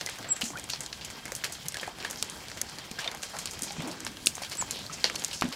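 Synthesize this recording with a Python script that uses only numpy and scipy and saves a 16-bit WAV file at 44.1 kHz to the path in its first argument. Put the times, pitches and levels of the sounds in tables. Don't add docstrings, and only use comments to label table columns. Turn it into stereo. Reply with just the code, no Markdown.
import sys
import numpy as np
from scipy import signal
from scipy.io import wavfile

SR = 44100
rng = np.random.default_rng(int(sys.argv[2]) if len(sys.argv) > 2 else 0)


def store_wav(level_fs):
    pcm = np.round(np.clip(np.atleast_2d(level_fs), -1, 1) * 32767)
    wavfile.write(sys.argv[1], SR, pcm.T.astype(np.int16))


def elevation(decibels):
    levels = np.asarray(decibels, float)
    return 10 ** (levels / 20)


N = 244755


def rms_one(x):
    return x / np.sqrt(np.mean(x ** 2) + 1e-20)


def at_hz(points, hz):
    table_hz, values = np.transpose(points)
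    return np.interp(np.log(hz), np.log(table_hz), values)


def drift(rate_hz):
    r = np.exp(-2 * np.pi * rate_hz * 40 / SR)
    noise = rng.standard_normal(N // 40 + 2002)
    slow = signal.lfilter([1], [1, -2 * r, r * r], noise)[2000:]
    slow = rms_one(slow - slow.mean())
    return np.interp(np.arange(N) / 40, np.arange(len(slow)), slow)


def grains(per_s, spread_db, channels):
    size_db = spread_db * np.minimum(rng.exponential(1, (channels, N)), 4)
    signs = rng.choice([-1, 1], (channels, N))
    falls = rng.random((channels, N)) < per_s / SR
    return rms_one(elevation(size_db) * signs * falls)


def resonance(x, hz, width_hz):
    r = np.exp(-np.pi * width_hz / SR)
    feed = np.sqrt((1 - r * r) / 2) * np.array([1, 0, -1])
    return signal.lfilter(feed, [1, -2 * r * np.cos(2 * np.pi * hz / SR), r * r], x)


def dying(clicks, decay_s):
    return signal.lfilter([1], [1, -np.exp(-1 / (decay_s * SR))], clicks + 1e-18)


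# pitch_hz, likeness (1 = identical)
LEFT_RIGHT_LIKENESS = [(60, 1), (500, 0.94), (2000, 0.98), (8000, 0.88), (14000, 1)]


def pair(mid_side, hz):
    alike = np.clip(at_hz(LEFT_RIGHT_LIKENESS, hz), -1, 1)
    mid, side = mid_side
    polarity = np.array([[1], [-1]])
    return np.sqrt((1 + alike) / 2) * mid + np.sqrt((1 - alike) / 2) * side * polarity


def banded(source, spectrum, patchy_db):
    out, together = 0, drift(12.0)
    edges = 22 * 2 ** np.arange(0, 9.6, 0.5)
    for k, (low, high) in enumerate(zip(edges, edges[1:])):
        hz = np.sqrt(low * high)
        if spectrum[0][0] < hz < spectrum[-1][0]:
            sos = signal.butter(2, [low, high], "band", fs=SR, output="sos")
            band = signal.sosfilt(sos, source[k % 2])
            flicker_db = patchy_db * (0.71 * together + drift(12.2))
            out = out + elevation(at_hz(spectrum, hz) + flicker_db) * pair(band, hz)
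    return rms_one(out)


# start_s, thump_db, slap_db, tick_db, spatter_db (against the crack)
CLEAR_DROPS = [(0.011, -34.5, -29, -41, -8), (0.062, -37, -32, -26.5, -11), (0.0717, -37, -54, -47, -29),
               (0.0889, -32, -39, -55, -15), (.097, -55, -52, -35, -22), (0.2433, -46, -45, -62, 3),
               (0.3647, -37.5, -44, -38, -4), (.411, -44, -46, -33, 3.5), (.416, -51, -27.5, -36, -6),
               (0.4406, -48, -31, -35, -12), (.454, -38.5, -54, -34, -17), (0.5723, -40.5, -39, -38, -19),
               (.5969, -62, -51, -36.5, -24), (0.6401, -47, -45, -35, -10), (0.6976, -56, -33, -40, -25),
               (0.7012, -51, -24.5, -26, -13), (0.7344, -34, -26.5, -49, -11.5),
               (.7594, -50, -34.5, -51, -30), (0.8064, -43.5, -37, -31.5, -4.5),
               (0.862, -49, -35, -38, -28), (.928, -39, -28, -51, -12), (1.011, -51, -41.5, -59, 3.5),
               (1.0479, -61, -42, -36.5, -1), (1.255, -39, -41, -32.5, -29), (1.32, -35, -40, -26, -17),
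               (1.351, -64, -41, -27.5, -8), (1.3631, -60, -47, -32.5, -13), (1.4385, -32, -32, -59, -10.5),
               (1.4429, -42, -26.5, -27, -8), (1.4497, -36, -33.5, -32, -11), (1.523, -56, -48, -33, 1.5),
               (1.552, -47, -38, -57, -23), (1.6839, -50, -41, -23.5, -15), (1.7433, -38, -34, -31.5, -11),
               (1.7699, -37.5, -31, -35.5, -11), (1.7977, -57, -33, -59, -10), (1.812, -47, -43, -37, -2.5),
               (1.8313, -36, -46, -46, -5), (2.0018, -53, -41, -62, 3), (2.048, -34.5, -31.5, -36, -4),
               (2.099, -53, -62, -38, 2.5), (2.11, -45, -40, -23, -15), (2.226, -31, -18.5, -21, -24),
               (2.2985, -63, -39, -32, -8), (2.4837, -45, -34.5, -43, -9), (2.516, -38.5, -35, -53, -31),
               (2.5727, -46.5, -42.5, -40, 2), (2.615, -32, -34, -20, -34), (2.7852, -41, -36.5, -39, -6),
               (2.9133, -46, -33.5, -36.5, -21), (2.989, -45.5, -39.5, -46, 9),
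               (3.044, -40, -34.5, -44, -5), (3.0769, -35.5, -37, -55, -6.5),
               (3.115, -37.5, -37, -38.5, -12), (3.1482, -37, -50, -35, -14), (3.228, -53, -58, -34.5, 4),
               (3.2328, -31, -28.5, -42, -19), (3.3875, -45.5, -39, -30, 0.5),
               (3.4569, -39, -28, -25.5, -11.5), (3.473, -52, -30, -55, -14), (3.51, -68, -61, -35.5, 2.5),
               (3.621, -62, -55, -27.5, -14), (3.6333, -44, -37.5, -25, -2.5),
               (3.707, -34.5, -37, -56, -20), (3.8748, -68, -53, -37.5, 3), (3.9136, -57, -40, -42, 2),
               (4.0661, -30.5, -31, -38, -14), (4.075, -49, -32, -35.5, -15), (4.17, -41, -37.5, -48, -23),
               (4.2598, -53, -51, -24.5, -1), (4.2698, -35.5, -14, -16, -19), (4.353, -56, -51, -32.5, -5),
               (4.3812, -37, -43, -56, -26), (4.422, -44.5, -39, -36, -0.5), (4.4345, -33.5, -31, -53, -22),
               (4.448, -37, -35, -38, -29), (4.497, -62, -53, -35, -6), (4.518, -46, -38.5, -40.5, 3),
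               (4.552, -62, -44, -35, -14), (4.5712, -62, -46, -33, -24), (4.6133, -41.5, -44, -33, -4),
               (4.7089, -44, -30, -26.5, -5), (4.769, -69, -40, -68, -2), (5.0421, -23, -13.5, -37, -7.5),
               (5.0515, -48, -47, -40, -18), (5.0985, -30, -33, -33, -26), (5.1467, -40, -37, -51, -7),
               (5.1556, -55, -51, -33, -25), (5.1592, -45, -29, -32, -34), (5.1957, -52, -51, -34.5, -6),
               (5.2213, -41, -31.5, -53, -17), (5.239, -39, -41, -32, -10.5), (5.2466, -49, -30, -20, -16),
               (5.281, -57, -56, -35.5, -24), (5.312, -43, -34, -48, -3.5), (5.33, -54, -43, -41, 7.5),
               (5.411, -55, -28.5, -29, -19), (5.422, -23.5, -30, -40, -11), (5.455, -43, -44, -55, -31),
               (5.4884, -55, -44, -38, -16), (5.5252, -38.5, -32, -38, -4.5)]
# pitch_hz, width_hz (of the first of two passes), level_db (against the contact)
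CONTACT_MODES = [
    [(443, 630, -2.5), (920, 1020, -4), (1600, 1020, 1.5), (2144, 550, -2.5)],
    [(2770, 1030, -5.5), (4300, 940, -3.5), (5440, 1300, -5)],
    [(6500, 2060, -2.5), (8400, 2300, -4.5), (9600, 5500, -9)],
]


def drops():
    crack_decay_s, spatter_decay_s = 0.0021, 0.02
    faint_count, faint_db, faint_spread_db = 70, (-47.5, -48.5, -43, -11), (3.8, 3.3, 1.7, 1.7)
    colour_spread_db, faint_colour_spread_db = 1.7, 4.5
    faint_s = rng.random(faint_count) * (N - 1) / SR
    vary = np.clip(rng.standard_normal((faint_count, 4)), -2, 2)
    faint = np.column_stack([faint_s, faint_db + np.multiply(faint_spread_db, vary)])
    rows = np.vstack([faint, CLEAR_DROPS])
    start = (rows[:, 0] * SR).astype(int)

    colour_db = colour_spread_db * rng.standard_normal((len(rows), 3, 4))
    colour_db[:faint_count] *= faint_colour_spread_db / colour_spread_db
    dullness_db = rows[:, 1] - rows[:, 2:4].max(axis=1)
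    left_db = 0.0378 * dullness_db + 1.0 * rng.standard_normal(len(rows))

    film, droplets = grains(14000, 5.2, channels=4), grains(8000, 2.9, channels=4)
    out = np.zeros((2, N))
    for part, modes in enumerate(CONTACT_MODES):
        for k, (hz, width_hz, mode_db) in enumerate(modes):
            strength, spatter = np.zeros((2, N))
            strength[start] = elevation(rows[:, 1 + part] + mode_db + colour_db[:, part, k])
            spatter[start] = strength[start] * elevation(rows[:, 4]) / (1 + (hz / 8000) ** 2)
            which = slice(k % 2, 4, 2)
            push = dying(strength, crack_decay_s) * film[which]
            push += dying(spatter, spatter_decay_s) * droplets[which]
            push[0] -= 5.63 * (-1) ** (k + (part > 1)) * strength
            ring = resonance(resonance(push, hz, width_hz), hz, 1.75 * width_hz)
            out += pair(ring * np.sqrt(width_hz / SR) * 2.603, hz)

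    order = np.argsort(start)
    newest = np.searchsorted(start[order], np.arange(N) + 10) - 1
    latest = order[np.clip(newest, 0, None)]
    return out * elevation(np.outer([0.5, -0.5], left_db))[:, latest]


# start_s, level_db (amplitude before the decay), pitch_hz (at the start),
# rise_octaves_per_s, decay_s
PLOPS_AND_BUBBLES = [(0.071, -31, 2020, 0.8, 0.0093), (0.4216, -15.5, 2750, 8, 0.00098),
                     (0.433, -26.5, 225, 3, 0.01), (0.5343, -35.5, 1010, 27, 0.0065),
                     (0.5555, -31.5, 1360, 16, 0.015), (.577, -34, 2380, 8, .005),
                     (1.3213, -26.5, 523, 4, 0.0028), (1.7557, -31, 1680, 2, 0.0061),
                     (1.8296, -27.5, 488, 20, 0.0036), (1.8791, -21, 800, 10, 0.0024),
                     (2.05, -24, 1750, 8, 0.003), (2.9128, -27, 206, 4, 0.0038),
                     (2.986, -28.5, 1600, 4, 0.0053), (2.9917, -28.5, 1640, 8.9, .005),
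                     (3.0596, -32.5, 656, 3.5, 0.011), (3.0762, -19.5, 3600, 1, 0.0043),
                     (3.1429, -34, 795, 6, 0.0067), (3.625, -31.5, 266, 8.7, 0.0064),
                     (3.705, -38, 794, 1.9, 0.017), (3.783, -28.5, 176.5, 4.5, 0.012),
                     (3.796, -22, 169, 4.4, 0.0075), (3.84, -30, 260, 2, 0.006),
                     (3.8682, -31.5, 295, 4.9, 0.022), (4.27, -19.5, 310, 2, 0.0016),
                     (4.3798, -25, 776, 4, 0.0014), (4.4194, -25.5, 730, 4, 0.0026),
                     (4.6239, -20, 950, 26, 0.0024), (4.897, -34.5, 1244, 8, 0.0075),
                     (5.1608, -27, 4370, 2, 0.0041), (5.421, -17.5, 305, 2, 0.0019),
                     (5.4218, -7, 1230, 2, 0.00083), (5.439, -20, 228, 2, 0.0074),
                     (5.4509, -19, 235, 2, 0.0076), (5.483, -31, 232, 2, 0.014),
                     (5.518, -33, 1100, 5.5, 0.0017)]


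def plops_and_bubbles():
    out, t = np.zeros(N + SR), np.arange(SR // 8) / SR
    for start_s, level_db, hz, rise, decay_s in PLOPS_AND_BUBBLES:
        phase = 2 * np.pi * np.cumsum(hz * 2 ** (rise * t)) / SR
        swell = np.exp(-t / decay_s) * (1 - np.exp(-t * hz * 5.0))
        start = int(start_s * SR)
        out[start:start + len(t)] += elevation(level_db) * swell * np.sin(phase)
    return out[:N]


# start_s, span_s (the tail ends after 1.5 spans),
# pitch_hz (centre), level_db (rms before the swell)
STONE_SPLASHES = [(0.002, 0.018, 3500, -48), (.435, 0.098, 6500, -36.5), (0.704, .07, 5030, -38),
                  (1.443, 0.028, 2500, -49), (1.877, 0.062, 630, -44), (2.177, 0.056, 5370, -40),
                  (2.993, 0.22, 730, -44), (2.99, 0.13, 2800, -42), (3.33, 0.078, 740, -38.5),
                  (3.64, 0.12, 6000, -45), (3.801, 0.17, 413, -39.5), (4.388, 0.07, 784, -50),
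                  (4.721, 0.17, 3660, -41.5), (4.922, 0.05, 5950, -38), (5.052, 0.088, 3020, -43),
                  (5.328, 0.093, 5640, -38.5), (5.425, 0.076, 450, -41.5)]
# start_s, span_s (as above), level_db (rms before the swell)
HOLLOW_BOOMS = [(0.442, 0.15, -49.5), (3.794, 0.19, -45), (3.94, 0.41, -48), (5.459, 0.085, -44)]


def splashes():
    hollow_hz, hollow_width_hz = 249, 88
    out, shower = np.zeros((2, N + SR)), grains(6000, 1.75, channels=2)
    gushes = []
    for start_s, span_s, hz, level_db in STONE_SPLASHES:
        width_hz = 810 * (hz / 1000) ** 0.55
        gushes.append((start_s, span_s, hz, width_hz, level_db))
    for start_s, span_s, level_db in HOLLOW_BOOMS:
        gushes.append((start_s, span_s, hollow_hz, hollow_width_hz, level_db))
    for k, (start_s, span_s, hz, width_hz, level_db) in enumerate(gushes):
        start = int(max(start_s, 0) * SR)
        u = np.arange(int(1.5 * span_s * SR)) / (span_s * SR)
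        swell = np.clip(u / 0.17, 0, 1) * np.cos(np.pi * u / 3) ** 3.0
        stretch = np.roll(shower, 9973 * k, axis=1)[:, :len(u)]
        coloured = resonance(resonance(stretch, hz, width_hz), hz, 2 * width_hz)
        out[:, start:start + len(u)] += elevation(level_db) * swell * pair(rms_one(coloured), hz)
    return out[:, :N]


# time_s, flow_db, fineness_db (raises the spray and lowers the gurgle)
WATER_FLOW = [(0, -50, 5), (.32, -49, -4), (.83, -50.5, 1.5), (1.19, -49.5, -2), (1.56, -50, 1),
              (1.88, -51, -0.5), (2.35, -47.5, -0.5), (3.09, -50, -1), (3.35, -50.5, 1), (3.57, -47, -1),
              (3.88, -47.5, -3.5), (4.13, -51.5, 2), (4.47, -49, 1), (4.78, -48.5, -3), (5.19, -46, 0.5),
              (5.55, -52.5, 1)]
# (per Hz, relative)
GURGLE_SPECTRUM = [(120, 0.5), (250, 1.5), (600, -3), (1200, -4), (2200, -19)]
TRICKLE_SPECTRUM = [(500, -43), (1300, -3.5), (2500, 3.5), (4500, 1), (7000, -6)]
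SPRAY_SPECTRUM = [(2500, -14), (5000, 4.5), (7000, -1), (10000, -6), (15000, -14)]


def running_water():
    time_s, *controls = np.transpose(WATER_FLOW)
    flow_db, fine_db = [np.interp(np.arange(N) / SR, time_s, c) for c in controls]
    shape = (2, 2, N)
    gurgle = banded(grains(500, 3.8, channels=4).reshape(shape), GURGLE_SPECTRUM, patchy_db=1.9)
    trickle = banded(grains(2000, 2.76, channels=4).reshape(shape), TRICKLE_SPECTRUM, patchy_db=2.5)
    spray = banded(grains(2500, 3.1, channels=4).reshape(shape), SPRAY_SPECTRUM, patchy_db=2.0)
    spray = spray * elevation([[-0.6], [0.6]])
    return elevation(flow_db) * (elevation(-2.5 - fine_db) * gurgle + trickle + elevation(-2 + fine_db) * spray)


# time_s, pitch_hz, level_db (rms before the reflection, echo and panning)
BIRD_CALLS = [
    [(.284, 7350, -48), (.29, 7700, -38), (.297, 7740, -40), (.308, 7700, -29), (.322, 7630, -21),
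     (.329, 7630, -29), (.337, 7600, -38), (.341, 7580, -48)],
    [(4.577, 7150, -48), (4.582, 7650, -39), (4.588, 7880, -33), (4.602, 7760, -29), (4.61, 7380, -31),
     (4.62, 6900, -33), (4.625, 6750, -44)],
]


def bird():
    t, out = np.arange(N) / SR, np.zeros(N)
    for call in BIRD_CALLS:
        time_s, hz, level_db = np.transpose(call)
        fade = np.clip(np.minimum(t - time_s[0], time_s[-1] - t) / 0.0011, 0, 1)
        phase = 2 * np.pi * np.cumsum(np.interp(t, time_s, hz)) / SR
        out += np.sqrt(2) * fade * elevation(np.interp(t, time_s, level_db)) * np.sin(phase)
    out += elevation(-14) * np.roll(out, int(0.0051 * SR))
    tail = np.arange(SR // 8) / SR
    scatter = rng.standard_normal((2, len(tail))) * np.exp(-tail / 0.041)
    echo = signal.fftconvolve(out[None], scatter, axes=1)[:, :N]
    return (out + elevation(-41.5) * echo) * elevation([[-1.6], [1.4]])


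# pitch_hz, level_db (rms before the throb)
WHINE_TONES = [(1599, -64.5), (3200, -61.5)]


def whine():
    throb = elevation(4.8 * drift(57.0))
    out = 0
    for hz, level_db in WHINE_TONES:
        tone = rms_one(resonance(rng.standard_normal(N), hz, 24.0))
        out = out + elevation(level_db) * throb * tone
    return out


# (per Hz, relative)
AIR_SPECTRUM = [(15, -37), (25, -2), (80, 9.5), (180, 7.5), (476, -10.5), (796, 4), (1100, -26), (1560, 6),
                (1740, -10.5), (3160, -11), (8140, -34), (14000, -22), (16000, -33)]


def distant_air():
    return elevation(-51) * banded(rng.standard_normal((2, 2, N)), AIR_SPECTRUM, patchy_db=2.5)


def scene():
    water = drops() + plops_and_bubbles() + splashes() + running_water()
    return water + bird() + whine() + distant_air()


def roll_off(x):
    return signal.sosfilt(signal.butter(12, 16810, fs=SR, output="sos"), x)


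def record(dry):
    low_pass = signal.cheby2(12, 70, 16900, fs=SR, output="sos")
    mix = signal.sosfilt(low_pass, dry)
    return roll_off(mix)


dry = scene()
out = record(dry)
store_wav(out)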